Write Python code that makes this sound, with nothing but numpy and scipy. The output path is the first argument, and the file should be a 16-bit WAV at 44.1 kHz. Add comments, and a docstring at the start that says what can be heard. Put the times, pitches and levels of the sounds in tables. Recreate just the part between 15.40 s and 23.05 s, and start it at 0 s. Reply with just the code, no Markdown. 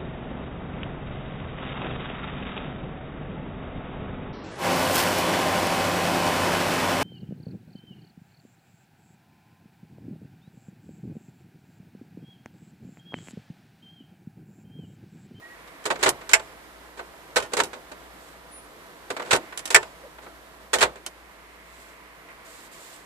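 """A faint squeak over low hum and hiss, then taps and latch clunks: a glove box in a quiet parked car.
Twice the hollow plastic lid is unlatched, drops with a crack against its stop and is pushed shut.
Each blow rings the part it lands on, hinge and catch tick, and at the end a hand brushes the dashboard.
Two microphones in the cabin, the left a little farther off; the hardest cracks overload the recorder."""
import sys
import numpy as np
from scipy import signal
from scipy.fft import rfft, irfft, next_fast_len
from scipy.io import wavfile

SR = 44100
rng = np.random.default_rng(int(sys.argv[2]) if len(sys.argv) > 2 else 0)


def put_to_file(sound):
    """Save the sound as 16-bit audio at rate SR, in the file named by the first command-line argument."""
    columns = np.atleast_2d(sound).T  # one column per channel
    safe = np.clip(columns, -1, 1)
    whole_steps = np.round(safe * 32767)
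    wavfile.write(sys.argv[1], SR, whole_steps.astype(np.int16))


N = 337365

# the stop's crowded, well-damped modes: f/Hz, level/dB per Hz
STOP_BODY = [(30, -49), (130, -20), (190, -33), (290, -29), (370, -10.5), (800, -5.5), (1080, -5.5),
             (1500, 0.5), (2000, 3), (2550, 0), (3100, -6), (4300, -10.5), (5500, -5.5), (6300, -12),
             (7400, -1), (9500, -13.5), (12000, -30), (14500, -24.5)]
# its clear modes: f/Hz, level/dB, t60/s
STOP_MODES = [(374.3, -15, .2), (428.4, -15.5, 0.22), (649, -17, 0.3), (710, -13.5, 0.11), (870, -10, 0.18),
              (1174, -23, .09), (1580, -7, 0.14), (1780, -4, 0.14), (1855, 0, .07), (1970, -6.5, 0.06),
              (2192, 4, 0.042), (2220, 1, 0.041), (2575.4, -0.5, 0.068), (2725, -15, 0.06),
              (4800, -9, 0.05), (5850, -8, 0.0504), (7100, -8.5, 0.046), (7815, -14, 0.055)]
# the lid falls open: t/s, level/dB, bass/dB, treble/dB, stay knock/dB, second crack/dB, bounce delay/s
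DROPS = [(0.9333, -7, -7, -1, -29.5, -20, .0624), (4.3452, -5.5, 4, 2.5, -23, -10, .083)]

def lid_drops(stop_modes_db=-5.5):
    """The stay knocks and ticks, then the lid cracks twice against its stop and bounces once."""
    out = np.zeros((2, N))
    stop = STOP_BODY, STOP_MODES, stop_modes_db
    for s, db, bass_db, treble_db, stay_db, second_db, bounce_s in DROPS:
        add(out, s - .0413, knock(stay_db, weight_db=-12, hardness_db=10.5, build_s=.0015, ring=1.13))
        add(out, s - .02, tick(-32, treble_db=-13, ring=1.7))
        add(out, s, blow(*stop, db, bass_db, treble_db, build_s=.001, ring=.989, size=16384))
        second = blow(*stop, second_db, bass_db=1, treble_db=-7.5, build_s=.0012, ring=.678, size=8192)
        add(out, s + .0147, second)
        bounce = knock(db - 28.5, weight_db=-4, hardness_db=-3, build_s=.0022, ring=.5, size=3072)
        add(out, s + bounce_s, bounce)
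    return out

# the hollow lid's crowded modes: f/Hz, level/dB per Hz
LID_BODY = [(25, -35), (70, -23), (190, -16.5), (290, -9), (400, -3), (620, -2.5), (780, -3), (1500, -1),
            (2300, -4), (3000, -8), (4100, -8.5), (5600, -16), (7700, -11.5), (10000, -21.5),
            (12500, -31.5), (14500, -32)]
# its clear modes: f/Hz, level/dB, t60/s
LID_MODES = [(392.8, -4.5, 0.18), (421, -1.5, 0.15), (499.3, 0.5, 0.14), (606.1, -3.5, 0.098),
             (651, -7, 0.14), (919.6, 1, 0.12), (1050, -2.5, 0.096), (1326, -3, .07), (1509.4, 3, 0.098),
             (1850, -1, 0.052)]
LID = LID_BODY, LID_MODES, -6  # clear modes against the clack/dB
# the lid is pushed home: t/s, level/dB, bass/dB, treble/dB, ring factor, drag/dB, settling knock/dB
SHUTS = [(2.2, -16, -2, -1, 0.68, -24.5, -35), (5.425, -12.5, -8.5, -2, 1.105, -22.5, -42.5)]

def lid_shuts():
    """The lid drags over the latch, slams into its frame and settles back."""
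    out = np.zeros((2, N))
    for s, db, bass_db, treble_db, ring, drag_db, settle_db in SHUTS:
        drag = knock(drag_db, weight_db=bass_db + 5, hardness_db=2, build_s=.0033, ring=1.68)
        add(out, s - .011, drag)
        add(out, s, blow(*LID, db, bass_db, treble_db, build_s=.0022, ring=ring, size=12288))
        settle = knock(settle_db, weight_db=8, hardness_db=-5, build_s=.0011, ring=1.7, size=6144)
        add(out, s + .1305, settle)
    return out

# latch clunks: t/s, level/dB, weight/dB, hardness/dB, load/dB re level, rattle/dB re level, ring factor
CLUNKS = [(.454, -25, 0.5, 7, -4.5, -12, 1.01), (.502, -21.5, 0, -7.5, -0.5, -13, 0.74),
          (.627, -19, -3.5, 6.5, 1.5, -13, 1.16), (.659, -16.5, 0.5, -4, -6, -4.5, 0.8),
          (1.959, -19, -1.5, 6, 2.5, -13, 1.2), (2.168, -23, 4, 10, -6, -7, 1.2),
          (3.702, -26, 6, 3.5, -13, -19, 0.8), (3.908, -16, -13.5, 0, -6.5, -8, 1.26),
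          (3.9287, -14.5, 0.5, 6.5, -9, -7, 0.86), (5.331, -19.5, -6, 7, 2, -13, 1.325),
          (5.406, -21, -11, 1, 2.5, -10, 1.3)]

def latch(load_after_s=.007, rattle_gap_s=.0205, rattle_fall_db=11.5):
    """The bolts strike, the lid takes the load with a second knock, then rattles loosely."""
    out = np.zeros((2, N))
    for s, db, weight_db, hardness_db, load_db, rattle_db, ring in CLUNKS:
        add(out, s, knock(db, weight_db, hardness_db, build_s=.0032, ring=ring, size=12288))
        add(out, s + load_after_s, knock(db + load_db, weight_db, hardness_db, build_s=.0013, ring=ring))
        for k in range(2):
            dying_db = db + rattle_db - k * rattle_fall_db
            rattle = knock(dying_db, weight_db=1.5, hardness_db=.5, build_s=.00265, ring=.64, size=4096)
            add(out, s + (k + 1) * rattle_gap_s, rattle)
    return out

# small ticks: t/s, level/dB, treble/dB, ring factor
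TICKS = [(.44, -45, -8.5, 1.0), (.69, -18.5, 13, .7), (2.001, -33.5, -14.5, 1.0), (2.024, -33.5, -16, 2.14),
         (2.235, -30, 0, 1.35), (3.962, -27, -5.5, 0.51), (4.175, -30, 3, .95), (4.192, -35.5, -1, 0.93),
         (4.2548, -30, 4.5, 0.83), (4.2754, -36, -5.5, 1.0), (5.385, -26.5, -12, 1.7),
         (5.663, -30.5, 0, 0.88)]

def hinge_and_catch():
    """Hinge and catch tick between the heavier blows."""
    out = np.zeros((2, N))
    for s, db, treble_db, ring in TICKS:
        add(out, s, tick(db, treble_db, ring))
    return out

# the catch's crowded modes: f/Hz, level/dB per Hz
CATCH_BODY = [(60, -22), (180, -7.5), (320, -2.5), (650, 0.5), (1100, -0.5), (1500, -3), (2600, 0),
              (4000, -3.5), (5500, -1.5), (7700, -1.5), (10000, -3), (13000, -15), (14500, -16)]
# its clear modes: f/Hz, level/dB, t60/s
CATCH_MODES = [(658.6, -15, 0.29), (1440, -5.5, 0.09), (1830, -5, 0.12), (3082, -1, 0.077),
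               (3847, -3.5, 0.065), (7490, 6.5, 0.024)]

def tick(db, treble_db, ring, modes_db=-5):
    """One click of the small, stiff parts of hinge and catch."""
    catch = CATCH_BODY, CATCH_MODES, modes_db
    return blow(*catch, db, bass_db=-1.5, treble_db=treble_db, build_s=.0004, ring=ring, size=4096)

# taps on the lid: t/s, level/dB, weight/dB, hardness/dB, build-up/s at hardness 0
TAPS = [(.274, -49, -23, -4, .003), (.556, -35.5, 5, -7, .0014), (.811, -42, -4.5, -8.5, 0.0023),
        (1.592, -33, 2.5, -19, 0.00105), (2.1339, -23, 5.5, 11, 0.00165), (2.515, -38, 7, -0.5, 0.00324),
        (3.765, -30.5, 0.5, -9, 0.001), (3.796, -29, 4.5, -16, 0.001), (3.820, -34.5, -1, -9, .0016),
        (4.124, -38, -13, -19, 0.00067), (4.784, -42.5, -3, -24, .0005), (4.863, -42, 8, -23, 0.00065)]
# creaks: t/s, length/s, level/dB
CREAKS = [(0.589, .036, -39), (1.566, .012, -42.5), (2.112, .01, -40), (3.843, .06, -42.5),
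          (4.813, .025, -49.5)]

def fingers(slip_gap_s=.014):
    """Fingers and handle knock on the lid, which creaks under them in small uneven slips."""
    out = np.zeros((2, N))
    for s, db, weight_db, hardness_db, build_s in TAPS:
        add(out, s, knock(db, weight_db, hardness_db, build_s, ring=.954, size=6144))
    for start, length, db in CREAKS:
        for s in np.arange(start, start + length, slip_gap_s):
            slip = knock(db, weight_db=9.5, hardness_db=-.5, build_s=.0024, ring=2.6, size=3072)
            add(out, s + slip_gap_s * rng.uniform(0, .45), slip)
    return out

def knock(db, weight_db, hardness_db, build_s, ring, size=8192):
    """A harder knock on the lid is quicker, brighter and drives its hollow more; weight adds bass."""
    bass_db = 2.5 + .42 * hardness_db + weight_db
    build_s *= 2 ** (-hardness_db / 15)  # 15 dB harder builds up twice as fast
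    return blow(*LID, db, bass_db, hardness_db, build_s, ring, size)

def blow(body, modes, modes_db, db, bass_db, treble_db, build_s, ring, size):
    """Struck plastic clacks and rings; db is the level of the first 12 ms, ring scales its decay times."""
    t = np.arange(size) / SR
    sound = clack(body, t, bass_db, treble_db, ring)
    sound += amp(modes_db) * ringing(modes, t, bass_db, treble_db, ring)
    sound *= 1 - np.exp(-t / max(build_s, 1e-4))  # the part is loaded gradually
    sound *= np.minimum(2 * (1 - t / t[-1]), 1) ** 2  # fade over the second half
    return amp(db) * sound / np.sqrt(np.mean(sound[:, :SR // 80] ** 2))

# decay of the plastic at ring factor 1: f/Hz, t60/s
PLASTIC_DECAY = [(100, 0.45), (400, 0.15), (750, .14), (1500, 0.081), (3000, 0.073), (7000, 0.066),
                 (14000, 0.077)]
# the cabin's late sound: f/Hz, level/dB
CABIN_TAIL = [(100, -16), (400, -22), (750, -22), (1500, -38.5), (3000, -36), (7000, -40.5), (14000, -48.5)]
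# the glove box at the microphones: f/Hz, left-right likeness (noise is fully alike from 1 up)
BOX_LIKENESS = [(60, 1.07), (130, 0.14), (330, 2.13), (550, 1.06), (1100, .5), (1900, 0.055),
                (14000, 0.0165)]
# its place between them: f/Hz, left minus right/dB
BOX_BALANCE = [(60, 5), (120, 8.5), (250, 0), (1000, -2.5), (2000, -2), (4000, -4), (8000, -8), (14000, -5)]

def clack(body, t, bass_db, treble_db, ring, cabin_t60=.565, chatter_hz=450):
    """Crowded modes die band by band; the loose plastic chatters, and the cabin rings on faintly."""
    hz, noise = noise_pair(len(t), BOX_LIKENESS)
    centres, t60s = np.transpose(PLASTIC_DECAY)
    snap_db = 3 * np.exp(-t / .002)
    chatter_db = drift(len(t), chatter_hz) + snap_db
    sound = np.zeros((2, len(t)))
    for centre, t60, one_band in zip(centres, t60s, np.eye(len(centres))):
        band = np.interp(np.log(hz + 1), np.log(centres), one_band)
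        early = amp(chatter_db * centre / (centre + 1200)) * decay(t, t60 * ring)
        late = amp(at_hz(CABIN_TAIL, centre)) * decay(t, cabin_t60)
        sound += irfft(noise * band) * np.hypot(early, late)
    spectrum = rfft(sound)
    # the part sets the broad colour; the fine ripple varies from blow to blow
    broad_power = smoothed(np.mean(abs(spectrum) ** 2, axis=0), hz)
    colour = amp(at_hz(body, hz)) * contact(hz, bass_db, treble_db) / np.sqrt(broad_power)
    return unit_rms(irfft(spectrum * causal(colour) * sides(BOX_BALANCE, hz)))

def ringing(modes, t, bass_db, treble_db, ring, scatter_db=2, detune=.0039):
    """The clear modes, each struck at a chance point of its shape."""
    hz, db, t60 = np.transpose(modes)
    phase, mistune, apart, strength = rng.standard_normal((len(hz), 4)).T
    envelopes = decay(t, t60[:, None] * ring)
    gains = sides(BOX_BALANCE, hz) * amp(db + scatter_db * strength) * contact(hz, bass_db, treble_db)
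    angle = 2 * np.pi * (np.outer(hz * (1 + detune * mistune), t) + phase[:, None])
    right_lead = 2 * np.pi * hz * LEFT_LAG_S + 2 * apart * (1 - at_hz(BOX_LIKENESS, hz))
    left = gains[0] @ (envelopes * np.sin(angle))
    right = gains[1] @ (envelopes * np.sin(angle + right_lead[:, None]))
    return unit_rms(np.array([left, right]))

def contact(hz, bass_db, treble_db, bass_hz=600, treble_hz=3500):
    """A heavy contact adds bass, a hard one treble."""
    return amp(bass_db / (1 + (hz / bass_hz) ** 2) + treble_db / (1 + (treble_hz / (hz + 1)) ** 2))

# air pushed by the lid: t/s, level/dB, length/s
PUFFS = [(.645, -47, 0.057), (2.185, -67, 0.046), (3.924, -35, 0.013), (4.04, -66, 0.04),
         (5.42, -44.5, 0.041)]

def puffs(low_hz=55, high_hz=150):
    """The lid shoves the air in the box: a soft, low thud."""
    out, t = np.zeros((2, N)), np.arange(SR // 2) / SR
    band = signal.butter(3, [low_hz, high_hz], "band", fs=SR, output="sos")
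    for s, db, length in PUFFS:
        age = 2 * t / length
        thud = signal.sosfilt(band, rng.standard_normal(len(t))) * age * np.exp(-age)
        thud /= np.sqrt(np.sum(thud ** 2) / (length * SR))
        add(out, s, amp(db) * thud * sides(BOX_BALANCE, low_hz))
    return out

# faint squeaks and thin whines: t/s, length/s, f/Hz, rms wobble/Hz, level/dB
SQUEAKS = [(.01, 0.084, 1889, 17.3, -46), (0.084, 0.076, 1920, 18, -48.5), (3.094, .135, 9803, 3, -47.5),
           (3.202, 0.072, 9803, 3, -60), (4.623, 0.069, 498, 52, -44)]

def squeaks():
    """Near-pure tones that swell, waver and fade."""
    out = np.zeros((2, N))
    for s, length, hz, wobble_hz, db in SQUEAKS:
        size = int(length * SR)
        turns = np.cumsum(hz + wobble_hz * drift(size, 95)) / SR
        lag_turns = np.array([[hz * LEFT_LAG_S / 2], [0]])
        tone = unit_rms(np.sin(2 * np.pi * (turns - lag_turns)))
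        add(out, s, amp(db) * tone * signal.windows.tukey(size, .8) * sides(AIR_BALANCE, hz))
    return out

# skin on grained plastic: f/Hz, level/dB per Hz
SKIN_COLOUR = [(200, -25), (1500, -9.5), (2700, -5.5), (4000, -4), (6000, -7.5), (7600, -0.5),
               (10000, -9.5), (14500, -11)]
# strokes of the hand: t/s, length/s, level/dB, fade in/s, fade out/s
BRUSHES = [(2.76, 0.232, -56, .07, 0.148), (6.2, 0.44, -55, 0.18, 0.23), (7.035, 0.263, -49.5, 0.0334, .04),
           (7.305, 0.445, -48.5, 0.02, 0.302)]

def hand():
    """Skin catches on the grain of the dashboard."""
    grain_db = 1.1 * drift(N, 500) + .9 * drift(N, 22)
    return cabin_noise(SKIN_COLOUR) * swells(BRUSHES) * amp(grain_db)

# the parked car's room tone: f/Hz, level/dB per Hz
HISS_COLOUR = [(20, -26), (45, -3.5), (85, -11.5), (112, -14), (165, -3), (240, -7), (300, -2.5), (800, -4),
               (1200, -3.5), (1950, -6), (2600, -12), (3800, -14.5), (6000, -20.5), (7700, -20),
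               (14500, -22)]
# its slow rise and fall: t/s, level/dB before the lift
HISS_LEVEL = [(0.0, -55), (0.79, -51), (1.38, -53), (2.07, -51.5), (3.32, -53), (3.81, -51), (5.96, -55.5),
              (7.65, -54)]
# a soft rush behind the hiss: f/Hz, level/dB per Hz
RUSH_COLOUR = [(100, -35), (700, -22), (1080, 3.5), (1400, -3), (2050, 3.5), (2700, -5.5), (5000, -29),
               (14000, -38)]
# its swells: t/s, length/s, level/dB, fade in/s, fade out/s
RUSHES = [(-.2, 2.06, -53.5, 0.44, 1.16), (3.5, 0.95, -48, 0.82, .35), (5.0, 3.39, -53, 1.43, 1.31),
          (6.865, 0.085, -50, 0.044, 0.066)]
# the low hum: t/s, level/dB
HUM_LEVEL = [(0, -72), (.5, -60), (3.2, -63), (3.8, -74), (4.6, -60.5), (5.6, -59.5), (6.8, -62.5),
             (7.2, -67), (7.65, -75)]

def room_tone(hiss_lift_db=5, hum_hz=56.5, waver_hz=.97, throb_db=2):
    """Soft hiss, a faint rush and a wavering hum that is stronger at the left microphone."""
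    unrest_db = .4 * drift(N, 15)
    hiss = cabin_noise(HISS_COLOUR) * amp(hiss_lift_db + over_time(HISS_LEVEL) + unrest_db)
    rush = cabin_noise(RUSH_COLOUR) * swells(RUSHES)
    turns = np.cumsum(hum_hz + waver_hz * drift(N, 6.5)) / SR
    hum = unit_rms(np.sin(2 * np.pi * turns) * amp(throb_db * drift(N, 7.1)))
    return hiss + rush + hum * amp(over_time(HUM_LEVEL)) * sides(AIR_BALANCE, hum_hz)

# the cabin's standing waves: f/Hz, width/Hz, gain/dB
CABIN_MODES = [(300, 53, 2.5), (494, 41, 3.5), (662, 36, 6.5), (1000, 68, 3), (1440, 44, -2)]
# the ambience at the microphones: f/Hz, left-right likeness
AIR_LIKENESS = [(60, 0.78), (130, 0.78), (290, 0.77), (640, 0.59), (1390, 0.63), (3000, 0)]
# its place between them: f/Hz, left minus right/dB
AIR_BALANCE = [(60, 5), (110, 11), (200, -2), (700, -0.47), (2400, -4), (8000, -3.5), (14800, 0)]

def cabin_noise(colour):
    """Steady noise of a given colour, through the cabin's resonances to both microphones."""
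    hz, noise = noise_pair(next_fast_len(N, real=True), AIR_LIKENESS)
    modes_db = sum(db / (1 + (2 * (hz - f) / width) ** 2) for f, width, db in CABIN_MODES)
    spectrum = noise * amp(at_hz(colour, hz) + modes_db) * sides(AIR_BALANCE, hz)
    return unit_rms(irfft(spectrum)[:, :N])

LEFT_LAG_S = .0001685  # about 6 cm more path to the left microphone

def noise_pair(size, likeness):
    """Frequencies and partly alike white spectra at the two microphones."""
    hz = np.fft.rfftfreq(size, 1 / SR)
    shared, own = rfft(rng.standard_normal((2, size)))
    alike = np.clip(at_hz(likeness, hz), -1, 1)
    left = shared * np.exp(-2j * np.pi * hz * LEFT_LAG_S)
    right = alike * shared + np.sqrt(1 - alike ** 2) * own
    return hz, np.array([left, right])

def sides(balance, hz):
    """Gains at the left and right microphone."""
    return amp(np.outer([.5, -.5], at_hz(balance, hz)))

def swells(rows):
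    """An envelope in which each row fades smoothly in and out."""
    t, envelope = np.arange(N) / SR, np.zeros(N)
    for s, length, db, rise, fall in rows:
        ramp = np.clip(np.minimum((t - s) / rise, (s + length - t) / fall), 0, 1)
        envelope += amp(db) * ramp ** 2 * (3 - 2 * ramp)
    return envelope

def causal(gain):
    """The minimum-phase filter of this shape: it rings only after a blow."""
    cepstrum = irfft(np.log(np.maximum(gain / gain.max(), 1e-5)))
    cepstrum[1:] *= 1 + np.sign(len(cepstrum) / 2 - np.arange(1, len(cepstrum)))
    return np.exp(rfft(cepstrum))

def smoothed(power, hz):
    """Mean power over a width that grows with frequency."""
    total, half_hz = np.cumsum(power), .22 * hz + 60
    lo, hi = np.maximum(hz - half_hz, 0), np.minimum(hz + half_hz, hz[-1])
    return (np.interp(hi, hz, total) - np.interp(lo, hz, total)) / (hi - lo) + 1e-12

def drift(size, hz):
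    """Random wander with rms 1, mostly slower than hz."""
    f = np.fft.rfftfreq(size, 1 / SR)
    return unit_rms(irfft(rfft(rng.standard_normal(size)) / (1 + (f / hz) ** 2) ** 2, size))

def at_hz(points, hz):
    """Points joined by straight lines on a log-frequency axis."""
    f, value = np.transpose(points)
    return np.interp(np.log(hz + 1), np.log(f + 1), value)

def over_time(points):
    return np.interp(np.arange(N) / SR, *np.transpose(points))

def decay(t, t60):
    return np.exp(-np.log(1000) * t / t60)

def amp(db):
    return 10 ** (np.asarray(db) / 20)

def unit_rms(x):
    return x / np.sqrt(np.mean(x ** 2) + 1e-20)

def add(mix, s, sound):
    part = mix[:, max(round(s * SR), 0):][:, :sound.shape[1]]
    part += sound[:, :part.shape[1]]

def scene():
    """The quiet sounds of the cabin, with the glove box in front."""
    quiet = room_tone() + hand() + squeaks() + puffs()
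    return quiet + lid_drops() + lid_shuts() + latch() + hinge_and_catch() + fingers()

def record(dry, edge_hz=14720):
    """The recorder clips on the hardest cracks, then cuts the top treble."""
    low_pass = signal.firwin(301, edge_hz, window=("kaiser", 8), fs=SR)
    return signal.oaconvolve(np.clip(dry, -1, 1), low_pass[None], "same")

dry = scene()
out = record(dry)
put_to_file(out)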